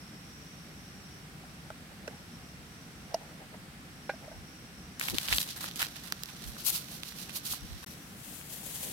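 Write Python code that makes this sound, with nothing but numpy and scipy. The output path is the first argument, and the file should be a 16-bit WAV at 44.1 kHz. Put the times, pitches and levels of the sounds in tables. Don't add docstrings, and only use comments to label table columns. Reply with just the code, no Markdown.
import sys
import numpy as np
from scipy import signal
from scipy.fft import rfft, irfft
from scipy.io import wavfile
from scipy.ndimage import uniform_filter1d

SR = 44100
rng = np.random.default_rng(int(sys.argv[2]) if len(sys.argv) > 2 else 0)


def store_wav(level_fs):
    pcm = np.round(np.clip(np.atleast_2d(level_fs), -1, 1) * 32767)
    wavfile.write(sys.argv[1], SR, pcm.T.astype(np.int16))


N = 393372
TIME = np.arange(N) / SR

# (frequency [Hz], level per Hz [dB])
RUMBLE_COLOUR = [(15, -96), (25, -24), (46, -10.5), (67, -4), (112, -8), (136, -1.5), (168, 0), (263, -7),
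                 (306, -8.5), (366, -14), (647, -19.5), (786, -16.5), (900, -28.5), (1170, -30),
                 (1980, -120)]
# (frequency [Hz], side relative to middle [dB])
RUMBLE_SIDE = [(30, -7), (60, -23), (110, -14), (180, -18.5), (380, -9.5), (800, -8)]
# (frequency [Hz], level per Hz [dB])
HISS_COLOUR = [(500, -18), (900, -1), (1400, 3), (2300, 0.5), (3500, -3), (5000, -4.5), (7000, -10),
               (8200, -6.5), (9200, -9.5), (12000, -11), (16000, -17.5)]
RUMBLE_DB, HISS_DB = -51, -56.5

# (time [s], hold [s], level [dB], pitch [Hz])
WHISTLE_SPELLS = [(0, 1.16, -58, 5570), (1.486, 0.24, -63.5, 5620), (2.149, 0.35, -61.5, 5560),
                  (2.717, 0.54, -62.5, 5700), (4.022, .6, -59.5, 5570), (4.849, 3.13, -58, 5760)]
# (multiple of its pitch [ratio], width [Hz], level [dB])
BREATHY_TONES = [(1, 520, -4.5), (1.42, 497, -23.5)]
WHISTLE_FADE_DB_PER_S = 54

# (time [s], level [dB], pitch [Hz], length [s])
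HAND_BUMPS = [(4.385, -48.5, 65, 0.021), (5.142, -38, 240, 0.01), (5.137, -48, 75, 0.033),
              (5.345, -40.5, 65, 0.025), (5.82, -50, 75, 0.013), (6.493, -47, 54.7, 0.028),
              (7.64, -46, 65, 0.015), (7.74, -46.5, 55, 0.026), (8.877, -53.5, 327, 0.037)]

# (time [s], hollow level [dB], hollow pitch [Hz], wall level [dB], tick level [dB], tick pitch [Hz])
CUP_POPS = [(1.436, -43.5, 756, -58, -54, 1500), (1.703, -33.5, 640, -41, -31.5, 1390),
            (2.0762, -31.5, 597, -39, -35, 2600), (2.077, -46, 513, -53, -42, 5560),
            (2.079, -31.5, 460, -56, -27.5, 1640), (3.142, -49, 800, -49, -34, 5200),
            (3.1438, -15.5, 665, -25, -28, 5400)]
# (frequency [Hz], level [dB], time to fall 60 dB [s])
WALL_TONES = [(824, -3, 0.031), (960, -4.5, 0.014), (1310, -19, 0.036), (1960, -15.5, 0.033),
              (2440, -21, 0.03), (2850, -21, 0.037)]
# (time [s], hollow level [dB], hollow pitch [Hz], tin level [dB], tick level [dB], tick pitch [Hz])
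CUP_TOUCHES = [(4.0938, -18, 548, -25, -34, 2220), (4.097, -25, 580, -55, -43, 3960),
               (4.136, -33, 650, -55, -60, 2000), (4.279, -30.5, 620, -58, -60, 2000),
               (4.315, -35, 650, -51, -60, 2000)]
# (frequency [Hz], level [dB], time to fall 60 dB [s])
TIN_TONES = [(792, -2, 0.062), (1020, -15, .025), (1130, -15, 0.046), (1465, -5, 0.058), (1590, -8, 0.095),
             (1660, -9, 0.06), (1820, -16, 0.051), (1990, -21, .04), (2420, -22, 0.095), (2800, -19, 0.044),
             (3970, -15.5, 0.016)]
# (time [s], level [dB], length [s])
FINGER_SCUFFS = [(1.454, -59, 0.013), (1.674, -63, 0.03), (1.912, -55, 0.014), (2.12, -57.5, 0.067),
                 (3.14, -54.5, 0.036), (3.221, -53, 0.0087), (3.272, -59.5, 0.067), (3.423, -54, 0.02),
                 (3.546, -50, 0.011), (4.245, -50.5, 0.017), (4.334, -55.5, 0.024)]
# (frequency [Hz], level per Hz [dB])
HOLLOW_COLOUR = [(300, -18), (520, -1.5), (660, -1), (820, 1), (1100, -14.5), (2000, -12), (4000, -30),
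                 (9000, -34)]

# (time [s], lean to the left [dB], delay of the right ear [ms])
HAND_PLACE = [(5.0, -1, 0.25), (5.35, -3, 0.25), (5.65, -4, 0.23), (5.85, -5, 0.17), (6.12, -10, -.17),
              (6.57, -5, -0.22), (6.67, 3.5, 0), (6.76, -9.5, -0.14), (7.8, -9, -.13), (7.86, 6, 0.14),
              (8.92, -1, .12)]
# (time [s], level [dB], pitch [Hz],
# splinters relative to the snap [dB], lean to the left relative to the hand [dB])
CREASE_SNAPS = [(4.997, -21.5, 4170, 11.5, 5), (5.012, -10, 2130, -24, -0.5), (5.085, -9, 2360, -13, -7),
                (5.099, -23, 4500, 12, 4), (5.145, -18, 3900, -4, -7), (5.1842, -2.5, 3240, -5.5, 7),
                (5.278, -16, 4000, -5, 0), (5.285, -10.5, 3000, -20, -17), (5.327, -2.5, 2160, -24, -6),
                (5.337, -11, 2600, -9, 18), (5.375, -22, 8000, -1, 4), (5.3836, -1.5, 3640, -10, 3),
                (5.3937, -20, 4500, -7, 7), (5.563, -26, 4200, 1, -2), (5.606, -32, 3000, -5, 2),
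                (5.642, -17, 1590, -2, 3), (5.7128, -21.5, 3800, -3, -4), (5.759, -29, 5000, 11, -4),
                (5.795, -20, 3000, 0, -2), (5.828, -8.5, 2200, -1, 3), (5.836, -19, 4000, 2, -4),
                (5.868, -18, 4500, -15, 0), (5.9606, -29, 2600, 0, -3), (6.123, -9.5, 5070, -1, 3),
                (6.124, -13.5, 1650, -5, 9), (6.235, -14.5, 4850, 1, 0), (6.258, -26, 5000, 2, 5),
                (6.567, -27, 1300, -10, -2), (7.0338, -16.5, 3400, -2.5, 1), (7.122, -29, 2010, -8, 0),
                (7.295, -22, 2500, 0, 4), (7.536, -22, 1140, -2, 7), (8.4125, -28, 2300, -4, 2)]
# (start [s], end [s])
HELD = (4.996, 7.85)
CREASES_PER_S, CREASE_DB, CREASE_SPREAD_DB = 5, -32, 2.0
CREASE_HZ, CREASE_SPLINTER_DB = 3400, -5

# (time [s], hold [s], level [dB], relative body [dB], relative crispness [dB])
PAPER_SQUEEZES = [(5.012, 0.093, -44, -6.5, 0.5), (5.145, 0.03, -46, -7.5, -2),
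                  (5.198, 0.058, -45, -7, -0.5), (5.283, .04, -42, -4, -1), (5.327, 0.0027, -32, -8.5, -5),
                  (5.345, 0.035, -44, -17, 6.5), (5.402, 0.016, -39.5, -12.5, 1.5),
                  (5.459, 0.021, -52.5, -5, 1), (5.49, 0.028, -45, -24, -5), (5.563, .015, -52.5, 1, 4),
                  (5.608, 0.042, -47, -3.5, 1.5), (5.655, 0.024, -45.5, -8, -6),
                  (5.76, 0.039, -48.5, -7, 1), (5.794, 0.048, -42.5, -7, -2.5),
                  (5.802, 0.017, -38, 0.5, -0.5), (5.96, 0.005, -46.5, -8, -8),
                  (6.035, .045, -53, -5, -0.5), (6.288, 0.0061, -54.5, 1, -1),
                  (6.423, .014, -50.5, -8, -2.5), (6.465, 0.046, -58.5, -18, 6.5),
                  (7.292, 0.013, -51.5, -4.5, -6), (7.831, .009, -56.5, 4.5, 3),
                  (7.864, 0.068, -59.5, -8, 4.5)]
# (level [dB], relative body [dB], relative crispness [dB])
LIGHT_HOLD = (-58.5, -9.5, -2.5)
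GRIP_DB_PER_S, RELAX_DB_PER_S = 2000, 400
# (frequency [Hz], level per Hz [dB])
PAPER_COLOUR = [(240, -42), (400, -13), (687, -8), (730, -7.5), (979, -3.5), (1840, -2), (2220, -7),
                (2750, -5.5), (3990, 0.5), (6740, -9.5), (12500, -3.5), (15000, -9), (16000, -14.5)]

# (middle [s], width [s], level [dB], relative crispness [dB])
POWDER_SHAKES = [(6.605, 0.023, -50, 0), (6.681, 0.018, -35.5, 7.5), (6.755, 0.022, -39.5, 4),
                 (6.79, 0.046, -51, 0.5), (6.935, 0.036, -52, 2.5), (7.08, 0.031, -51, -0.5),
                 (7.206, 0.033, -50, 0.5), (7.363, 0.018, -44.5, 3.5), (7.47, 0.016, -43, 3),
                 (7.518, 0.014, -39.5, 4), (7.55, 0.023, -50, 1)]
# (frequency [Hz], level per Hz [dB])
POWDER_COLOUR = [(240, -36), (400, -20), (697, -14.5), (753, -18), (949, -12), (1490, -10.5), (1580, -18.5),
                 (4240, 3.5), (7170, -4.5), (12100, 3), (15000, -1), (16000, -8)]
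SOFT_SHAKE_DB, SHAKE_BODY_DB = -51, -8.5
BODY_LAG = 0.16

# (time [s], level [dB])
POWDER_FLOW = [(7.95, -68), (8.17, -66.5), (8.25, -59), (8.36, -56), (8.44, -61), (8.53, -54),
               (8.62, -57.5), (8.68, -53.5), (8.83, -52.5), (8.92, -51.5)]
# (middle [s], width [s], level above the flow [dB])
POWDER_CLUMPS = [(8.535, 0.0072, 4), (8.664, .008, 4), (8.758, .008, 4), (8.836, 0.014, 4.5)]
# (frequency [Hz], level per Hz [dB])
STREAM_COLOUR = [(240, -37), (400, 4), (789, 0.5), (1010, -1), (1250, -17), (1680, -1.5), (2400, -7.5),
                 (3420, -4), (5600, -8), (12100, -4.5), (16000, -9)]
POUR_BODY_DB, POUR_CRISP_DB = -5, 7

# (start [s], end [s])
SILENT_GAP = (7.846, 7.863)
CUTOFF_HZ = 15900


def from_db(db):
    return 10 ** (np.asarray(db) / 20)


def unit(x):
    return x / np.sqrt(np.mean(x.mean(axis=0) ** 2) + 1e-20)


def panned(pan_db):
    gains = from_db(np.array([[.5], [-.5]]) * pan_db)
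    return gains / np.sqrt(np.mean(gains ** 2, axis=0))


def drift(rate):
    lowpass = signal.butter(2, rate, fs=SR, output="sos")
    slow = signal.sosfilt(lowpass, rng.standard_normal(N + SR))[SR:]
    return slow / slow.std()


def band(x, low_hz, high_hz, order=2):
    edges = [low_hz, min(high_hz, SR / 2 - 100)]
    return signal.sosfilt(signal.butter(order, edges, "band", fs=SR, output="sos"), x + 1e-18)


def coloured(x, spectrum, size=8192):
    hz, db = np.transpose(spectrum)
    grid = np.maximum(np.arange(size // 2 + 1) * SR / size, 1)
    level_db = np.interp(np.log(grid), np.log(hz), db)
    cepstrum = irfft(np.log(from_db(level_db)))
    cepstrum[1:size // 2] *= 2
    cepstrum[size // 2 + 1:] = 0
    response = irfft(np.exp(rfft(cepstrum)))
    return signal.fftconvolve(x, response[None], axes=1)[:, :N]


def ring(t, hz, t60):
    t = np.maximum(t, 0)
    return np.sin(2 * np.pi * hz * t) * from_db(-60 * t / t60)


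def add(out, s, sound):
    at = int(s * SR)
    out[:, at:at + sound.shape[1]] += sound[:, :N - at]


def plateau(s, hold, rise_db_per_s, fall_db_per_s):
    before = np.maximum(s - TIME, 0)
    after = np.maximum(TIME - s - hold, 0)
    return np.maximum(-200, -rise_db_per_s * before - fall_db_per_s * after)


def bell(s, width):
    return np.exp(-.5 * np.minimum(((TIME - s) / width) ** 2, 60))


def grains(per_s, spread_db, smooth_db, count=17):
    chance, size = rng.random(N), rng.exponential(1, N)
    sign, lag = rng.choice([-1, 1], N), rng.integers(-count, count, N)
    left = (chance < per_s / SR) * from_db(spread_db * np.minimum(size, 4)) * sign
    right = np.bincount((np.arange(N) + lag) % N, left, N)
    friction = unit(rng.standard_normal((2, N)))
    return unit(np.array([left, right])) + from_db(smooth_db) * friction


def outdoors(hiss_pan_db=-2.0, waver_db=1.22, breeze_db=-67, gust_db=0.5):
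    mid, side = rng.standard_normal((2, 1, N))
    rumble = unit(coloured(mid + coloured(side, RUMBLE_SIDE) * [[1], [-1]], RUMBLE_COLOUR))
    rumble = rumble * from_db(RUMBLE_DB + waver_db * drift(9.4))
    breeze = unit(band(rng.standard_normal((2, N)), 43, 110))
    breeze = breeze * from_db(breeze_db + gust_db * drift(2.2))
    hiss = from_db(HISS_DB) * unit(coloured(rng.standard_normal((2, N)), HISS_COLOUR))
    top = band(hiss, 6900, 15600, order=1)
    return rumble + breeze + (hiss - top) * panned(hiss_pan_db) + top * panned(pan_db=4.5)


def whistle(wander_hz=60, waver_db=1.3):
    fade = WHISTLE_FADE_DB_PER_S
    spells = np.array([from_db(db + plateau(s, hold, fade, fade)) for s, hold, db, _ in WHISTLE_SPELLS])
    pitch = np.array(WHISTLE_SPELLS)[:, 3] @ spells / spells.sum(axis=0)
    pitch = pitch + wander_hz * drift(rate=2.5)
    out = 0
    for multiple, width_hz, db in BREATHY_TONES:
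        flutter = band(rng.standard_normal((2, N)), 15, width_hz / 2)
        tone = np.sin(2 * np.pi * np.cumsum(multiple * pitch) / SR)
        out = out + from_db(db) * unit(flutter * tone)
    return out * spells.max(axis=0) * from_db(waver_db * drift(rate=5.5))


def bumps():
    out = np.zeros((2, N))
    for s, db, hz, length in HAND_BUMPS:
        t = TIME[:SR // 4] - 1 / 8
        air = rng.standard_normal((2, len(t)))
        puff = unit(band(air, hz * 0.68, hz * 1.44)) * np.exp(-.5 * (t / length) ** 2)
        add(out, s + t[0], from_db(db) * puff)
    return out


def knocks(blows, modes, hollow_t60, give_s, tick_t60, crack_db, spread_db=3.0):
    out, t = np.zeros((2, N)), TIME[:SR // 6]
    for s, hollow_db, hz, ring_db, tick_db, tick_hz in blows:
        hollow = from_db(hollow_db) * ring(t, hz, hollow_t60) * (1 - np.exp(-t / give_s))
        stiff = 0
        for k, (mode_hz, db, t60) in enumerate(modes):
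            level_db = ring_db + db + spread_db * rng.standard_normal()
            stiff = stiff + from_db(level_db) * ring(t, mode_hz, t60) * (-1) ** k
        grit = rng.standard_normal((2, len(t))) * from_db(-60 * t / tick_t60)
        crack = from_db(crack_db) * band(grit, tick_hz * 1.2, tick_hz * 2.2, order=1)
        tick = from_db(tick_db) * (3.25 * band(grit, tick_hz * 0.87, tick_hz * 1.14) + crack)
        add(out, s, (hollow + stiff + tick) * panned(pan_db=-2.2))
    return out


def cup():
    pops = knocks(CUP_POPS, WALL_TONES, hollow_t60=0.039, give_s=0.001, tick_t60=0.023, crack_db=-3.5)
    touches = knocks(CUP_TOUCHES, TIN_TONES, hollow_t60=0.034, give_s=0.0024, tick_t60=0.076, crack_db=-7)
    sliding = sum(from_db(db) * bell(s, length) for s, db, length in FINGER_SCUFFS)
    friction = unit(coloured(grains(per_s=1100, spread_db=3.0, smooth_db=-17), HOLLOW_COLOUR))
    return pops + touches + sliding * friction


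def place(s):
    times, pan_db, late_ms = np.transpose(HAND_PLACE)
    return np.interp(s, times, pan_db), np.interp(s, times, late_ms)


def small_creases(pitch_spread=.3, pan_spread_db=5.0):
    draws = rng.standard_normal((60, 3))
    moments = rng.uniform(*HELD, len(draws))
    count = int(CREASES_PER_S * (HELD[1] - HELD[0]))
    creases = []
    for s, (louder, higher, aside) in zip(moments[:count], draws):
        db = CREASE_DB + CREASE_SPREAD_DB * louder
        hz = CREASE_HZ * np.exp(pitch_spread * higher)
        creases.append((s, db, hz, CREASE_SPLINTER_DB, pan_spread_db * aside))
    return creases


def snaps(cycles=3.94, splinter_t60=0.0069, flap_db=-20, flap_t60=0.018):
    out, t = np.zeros((2, N)), TIME[:SR // 25]
    for s, db, hz, splinter_db, aside_db in CREASE_SNAPS + small_creases():
        pan_db, late_ms = place(s)
        delay_ms = np.array([[max(-late_ms, 0)], [max(late_ms, 0)]])
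        heard = np.maximum(t - delay_ms / 1000, 0)
        swing = 2.2 * ring(heard, hz, cycles / hz) * (1 - np.exp(-heard * hz * 2))
        swing = band(swing, 640, 27000, order=1)
        grit = rng.standard_normal((2, 2, len(t))) * (heard > 0)
        flap = from_db(flap_db) * 2 * band(grit[0], hz * 0.52, hz * 1.06)
        flap = flap * from_db(-60 * heard / flap_t60)
        splinters = from_db(splinter_db) * 0.32 * band(grit[1], 2000, 20000, order=1)
        splinters = splinters * from_db(-60 * heard / splinter_t60)
        add(out, s, from_db(db) * (swing + flap + splinters) * panned(pan_db + aside_db))
    return out


def together(strokes):
    envelopes = np.array([envelope for envelope, *_ in strokes])
    gains = from_db([(db + body, db, db + crisp) for _, db, body, crisp in strokes])
    return np.sqrt(gains.T ** 2 @ envelopes ** 2)


def rustle(zone_gains, spectrum, source, flutter_db, flutter_hz, treble_left_db, zone_db):
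    sound, pan = coloured(source, spectrum), place(TIME)[0]
    # (low [Hz], high [Hz], extra lean to the left [dB])
    zones = [(450, 2500, 0), (2500, 7000, 0), (7000, 17000, treble_left_db)]
    out = 0
    for (low, high, lean), gain, db in zip(zones, zone_gains, zone_db):
        zone = unit(band(sound, low, high, order=4))
        out = out + zone * gain * from_db(db) * panned(pan + lean)
    return out * from_db(flutter_db * drift(flutter_hz))


def crumpling():
    grips = PAPER_SQUEEZES + [(HELD[0], HELD[1] - HELD[0], *LIGHT_HOLD)]
    gains = together([(from_db(plateau(s, hold, GRIP_DB_PER_S, RELAX_DB_PER_S)), *tone)
                      for s, hold, *tone in grips])
    crackle = grains(per_s=1800, spread_db=0.5, smooth_db=-2.5)
    return rustle(gains, PAPER_COLOUR, crackle, flutter_db=1.95, flutter_hz=90,
                  treble_left_db=5.0, zone_db=[-.5, -.5, -.5])


def shaking():
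    strokes = []
    for s, width, db, crisp in POWDER_SHAKES:
        body = SHAKE_BODY_DB - BODY_LAG * (db - SOFT_SHAKE_DB)
        strokes.append((bell(s, width), db, body, crisp))
    powder = grains(per_s=3900, spread_db=5.0, smooth_db=2)
    return rustle(together(strokes), POWDER_COLOUR, powder, flutter_db=1.4, flutter_hz=70.1,
                  treble_left_db=8.0, zone_db=[-.8, -.3, -.3])


def pouring():
    flow_db = np.interp(TIME, *np.transpose(POWDER_FLOW), left=-np.inf)
    flow_db = flow_db + sum(db * bell(s, width) for s, width, db in POWDER_CLUMPS)
    gains = together([(from_db(flow_db), 0, POUR_BODY_DB, POUR_CRISP_DB)])
    powder = grains(per_s=7000, spread_db=4.5, smooth_db=1.5)
    return rustle(gains, STREAM_COLOUR, powder, flutter_db=0.5, flutter_hz=25,
                  treble_left_db=7.5, zone_db=[-1.5, -.5, -.3])


def sachet():
    return crumpling() + shaking() + pouring()


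def scene():
    return outdoors() + whistle() + bumps() + cup() + snaps() + sachet()


def record(dry):
    start, end = SILENT_GAP
    live = uniform_filter1d(1.0 * ((TIME < start) | (TIME > end)), size=100)
    lowpass = signal.ellip(12, .1, 80, CUTOFF_HZ, fs=SR, output="sos")
    return signal.sosfilt(lowpass, dry * live)


dry = scene()
out = record(dry)
store_wav(out)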